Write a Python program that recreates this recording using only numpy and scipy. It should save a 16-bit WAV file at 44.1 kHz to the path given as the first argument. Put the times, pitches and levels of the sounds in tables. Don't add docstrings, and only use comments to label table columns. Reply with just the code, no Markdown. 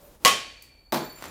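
import sys
import numpy as np
from scipy import signal
from scipy.fft import rfft, irfft
from scipy.io import wavfile
from scipy.ndimage import uniform_filter1d

SR = 44100
rng = np.random.default_rng(int(sys.argv[2]) if len(sys.argv) > 2 else 0)


def master_out(mix):
    frames = np.transpose(np.atleast_2d(mix))
    ceiling = np.clip(frames, -1, 1)
    pcm = np.round(ceiling * 32767).astype(np.int16)
    wavfile.write(sys.argv[1], SR, pcm)


N = 57330
T = np.arange(N) / SR

# pitch_hz, density_db
HUM_SPECTRUM = [(12, -26.5), (40, 10.5), (63, 4.5), (150, -9), (500, -11.5), (1500, -24.5), (4000, -36.5),
                (15200, -31), (16500, -58)]
# time_s, level_db (before RUSTLE_GAIN_DB)
SLEEVE_LEVEL = [(0, -65), (.014, -65), (.134, -65.5), (.15, -64.5), (.19, -74), (.245, -56.5)]
# pitch_hz, density_db
SLEEVE_SPECTRUM = [(100, -1), (500, 0.5), (2000, -14.5), (16500, -19)]
# pitch_hz, level_db
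HAND_RINGS = [(7036, -72.5), (10368, -66), (14230, -61)]
# start_s, level_db, push_into_tube_db
CLACKS = [(.2494, -3.5, -9.5), (.2517, -10.5, -7), (.258, -5.5, -2), (.2685, -12, -15), (.277, -10, -22),
          (.298, -29.5, -13.5)]
# pitch_hz, density_db
CLACK_SPECTRUM = [(30, -48), (100, -16), (300, -13), (600, -8.5), (1400, -11.5), (3000, -7), (6000, -10.5),
                  (10000, -16), (15500, -22.5), (17000, -50.5)]
TUBE_HZ = [505, 625, 740, 1000, 1099, 1215, 2004, 2445, 2552, 2735, 2835, 2947, 3095, 3210, 3692]
# level_db, t60_s
TUBE_MODES = [(-3, 0.065), (0, 0.055), (-6.5, 0.068), (-9.5, .12), (1.5, 0.28), (-8, 0.22), (-2, 0.2),
              (-11.5, 0.43), (-11, 0.41), (-8.5, 0.24), (-19.5, .25), (-2, 0.11), (-6, 0.32), (-9.5, 0.33),
              (-22.5, 0.22)]
# pitch_hz, t60_s
HALL_T60 = [(60, 0.23), (250, 0.44), (600, 0.43), (1100, 0.34), (2000, 0.51), (4000, 0.41), (8000, 0.33),
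            (16000, 0.17)]
# pitch_hz, t60_s
SPIKE_MODES = [(875, 2.5), (2365, 1.78), (4495, 2.12), (7240, 4.4), (10664, 1.3), (14565, 2.2)]
# start_s, tumble_hz, then level_db of each mode
SPIKE_RINGS = [(.25, 72, -68.5, -47.5, -44.5, -77, -101.5, -95),
               (0.922, 43, -77, -51.5, -45.5, -52.5, -50, -46.5)]
# start_s, level_db
TICKS = [(.6225, -35), (.625, -32)]
# pitch_hz, density_db
TICK_SPECTRUM = [(2000, -42), (4000, -27.5), (4550, -0.5), (5200, -15), (7500, -12.5), (11000, -12),
                 (15500, -9.5), (16200, -28)]
# start_s, level_db, push_into_mat_db
THUDS = [(.9228, -17, -18.5), (.9285, -17.5, -12), (.937, -22.5, -34), (.9435, -15.5, -20.5),
         (.948, -21, -19), (.959, -25, -17.5), (.972, -25, -25), (1.016, -40, -23), (1.04, -41, -52)]
# pitch_hz, density_db
THUD_SPECTRUM = [(35, -75), (60, -19.5), (334, -4), (509, -6.5), (1030, -6), (2830, -20.5), (3840, -16.5),
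                 (10100, -28), (15000, -19), (16500, -38)]
MAT_HZ = [152, 200, 245, 345, 625, 760, 850, 1012]
# level_db, t60_s
MAT_MODES = [(-13.5, 0.5), (-8.5, 0.19), (-3, 0.23), (-4.5, 0.2), (-7, 0.23), (-4.5, 0.12), (-7, 0.25),
             (-13.5, 0.31)]
# time_s, level_db
SCRAPE_LEVEL = [(1.13, -63.5), (1.18, -50), (1.221, -49), (1.225, -52), (1.245, -58), (1.3, -66)]
# start_s, level_db
SETTLES = [(1.2238, -28.5), (1.229, -37), (1.24, -28.5), (1.255, -31.5), (1.283, -36)]
# pitch_hz, density_db
SETTLE_SPECTRUM = [(35, -23), (60, 4), (916, -2.5), (1130, -1.5), (1500, -3.5), (10100, -18),
                   (15000, -14.5), (16500, -38)]

HUM_DB, HUM_WANDER_DB, HUM_WANDER_HZ = -58, 1.3, 4
RUSTLE_GAIN_DB = 10
SWISH_S, SWISH_WIDTH_S, SWISH_HZ, SWISH_DB = 0.07, 0.046, 576, -55
HAND_START_S, HAND_END_S, HAND_T60_S = .015, .2, 0.71
ARM_WAVER_HZ = 30
CLACK_DECAY_S, TICK_DECAY_S, THUD_DECAY_S, SETTLE_DECAY_S = 0.0019, 0.00036, 0.0024, 0.0024
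TUBE_DB, MAT_DB = -13.5, -9.5
MODE_WAVER_HZ, MODE_STEADY = 35, 1.3
LATE_ENERGY_DB, LATE_STRETCH = -15, 1.9
HALL_DB, HALL_RISE_S, HALL_RISE_CYCLES = 1.5, 0.001, 2.1
SPIKE_STEADY = 0.24
GRAIN_DB, GRAIN_HZ = 3, 140
BLOWS_DB, BASS_CUT_HZ = -1.5, 54
TOP_HZ, MIC_DRIVE = 16750, .8


def undb(db):
    return 10 ** (np.asarray(db) / 20)


def along(table, hz):
    table = np.array(table, float)
    return np.interp(np.log(hz), np.log(table[:, 0]), table[:, 1])


def curve(table):
    time_s, level_db = np.array(table).T
    return undb(np.interp(T, time_s, level_db))


def colour(x, spectrum):
    log_gain = along(spectrum, np.linspace(1, SR / 2, 2049)) * np.log(10) / 20
    cepstrum = irfft(log_gain)
    cepstrum[1:2048] *= 2
    cepstrum[2049:] = 0
    response = irfft(np.exp(rfft(cepstrum)))
    response = response / np.sqrt(np.sum(response ** 2))
    return signal.fftconvolve(x, response)[:N]


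def wobble(hz):
    width = max(int(SR / hz / 2), 1)
    noise = rng.standard_normal((2, N))
    smooth = uniform_filter1d(uniform_filter1d(noise, width), width)
    return (smooth[0] + 1j * smooth[1]) / np.sqrt(2) / smooth.std()


def hum():
    level = undb(HUM_DB + HUM_WANDER_DB * wobble(HUM_WANDER_HZ).real)
    return level * colour(rng.standard_normal(N), HUM_SPECTRUM)


def wavering_tone(hz, db):
    gain = 1 + wobble(ARM_WAVER_HZ)
    return undb(db) * np.real(gain * np.exp(2j * np.pi * hz * T))


def thrower():
    rustle = colour(rng.standard_normal(N), SLEEVE_SPECTRUM) * curve(SLEEVE_LEVEL)
    rustle = rustle * undb(RUSTLE_GAIN_DB) * (T < CLACKS[0][0])
    swell = np.exp(-((T - SWISH_S) / SWISH_WIDTH_S) ** 2)
    swish = swell * wavering_tone(SWISH_HZ, SWISH_DB)
    held = (T > HAND_START_S) * (T < HAND_END_S)
    fade = held * undb(-60 * (T - HAND_START_S) / HAND_T60_S)
    chink = fade * sum(wavering_tone(hz, db) for hz, db in HAND_RINGS)
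    return rustle + swish + chink


def fading(push, t60_s):
    def energy(decay_s):
        return signal.lfilter([1], [1, -undb(-120 / decay_s / SR)], push ** 2)
    return np.sqrt(energy(t60_s) + undb(2 * LATE_ENERGY_DB) * energy(LATE_STRETCH * t60_s))


def hall(push, decay_s, spectrum):
    bins_hz = np.fft.rfftfreq(N, 1 / SR) + 1
    noise = rfft(colour(rng.standard_normal(N), spectrum))
    tail = 0
    for hz in 40 * 2 ** np.arange(0, 9, .5):
        weight = np.clip(1 - 2 * np.abs(np.log2(bins_hz / hz)), 0, 1)
        band = irfft(noise * weight, N)
        rise_s = HALL_RISE_S + HALL_RISE_CYCLES / hz
        keep = np.exp(-1 / SR / rise_s)
        level = signal.lfilter([1 - keep], [1, -keep], fading(push, along(HALL_T60, hz)))
        tail = tail + band * level
    return undb(HALL_DB) * np.sqrt(decay_s / .07) * tail


def blows(events, decay_s, spectrum):
    burst, push = np.zeros(N), np.zeros(N)
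    for start_s, db in events:
        i = int(start_s * SR)
        shape = np.exp(-T[:N - i] / decay_s)
        burst[i:] += undb(db) * np.sign(rng.standard_normal(N)[i:]) * shape
        push[i] += undb(db)
    return colour(burst, spectrum) + hall(push, decay_s, spectrum)


def modes(push, pitches_hz, table):
    out = np.zeros(N)
    for hz, (db, t60_s) in zip(pitches_hz, table):
        gain = MODE_STEADY + wobble(MODE_WAVER_HZ)
        tone = np.imag(gain * np.exp(2j * np.pi * hz * T))
        out += undb(db) * fading(push, t60_s) * tone
    return out / np.hypot(MODE_STEADY, 1)


def struck(events, decay_s, spectrum, pitches_hz, table, body_db):
    push = np.zeros(N)
    for start_s, _, push_db in events:
        push[int(start_s * SR)] = undb(push_db)
    contact = blows([event[:2] for event in events], decay_s, spectrum)
    return contact + undb(body_db) * modes(push, pitches_hz, table)


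def tube():
    return struck(CLACKS, CLACK_DECAY_S, CLACK_SPECTRUM, TUBE_HZ, TUBE_MODES, TUBE_DB)


def spike():
    out = np.zeros(N)
    ends_s = [ring[0] for ring in SPIKE_RINGS[1:]] + [N / SR]
    for (start_s, tumble_hz, *levels_db), end_s in zip(SPIKE_RINGS, ends_s):
        on = (T >= start_s) & (T < end_s)
        for (hz, t60_s), db in zip(SPIKE_MODES, levels_db):
            gain = SPIKE_STEADY + wobble(tumble_hz)
            tone = np.real(gain * np.exp(2j * np.pi * hz * T))
            out += on * undb(db - 60 * (T - start_s) / t60_s) * tone
    return out


def ticks():
    return blows(TICKS, TICK_DECAY_S, TICK_SPECTRUM)


def mat():
    return struck(THUDS, THUD_DECAY_S, THUD_SPECTRUM, MAT_HZ, MAT_MODES, MAT_DB)


def scrape():
    grains = rng.standard_normal(N) * undb(GRAIN_DB * wobble(GRAIN_HZ).real)
    return colour(grains, SETTLE_SPECTRUM) * curve(SCRAPE_LEVEL) * (T > SCRAPE_LEVEL[0][0])


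def settling():
    return blows(SETTLES, SETTLE_DECAY_S, SETTLE_SPECTRUM)


def scene():
    hits = tube() + ticks() + mat() + settling()
    bass_cut = signal.butter(2, BASS_CUT_HZ, "high", fs=SR, output="sos")
    hits = undb(BLOWS_DB) * signal.sosfilt(bass_cut, hits)
    return (hum() + thrower() + hits + spike() + scrape())[None]


def record(dry):
    rounded = np.tanh(MIC_DRIVE * dry) / MIC_DRIVE
    top_cut = signal.ellip(10, .2, 90, TOP_HZ, fs=SR, output="sos")
    return signal.sosfilt(top_cut, rounded)


dry = scene()
out = record(dry)
master_out(out)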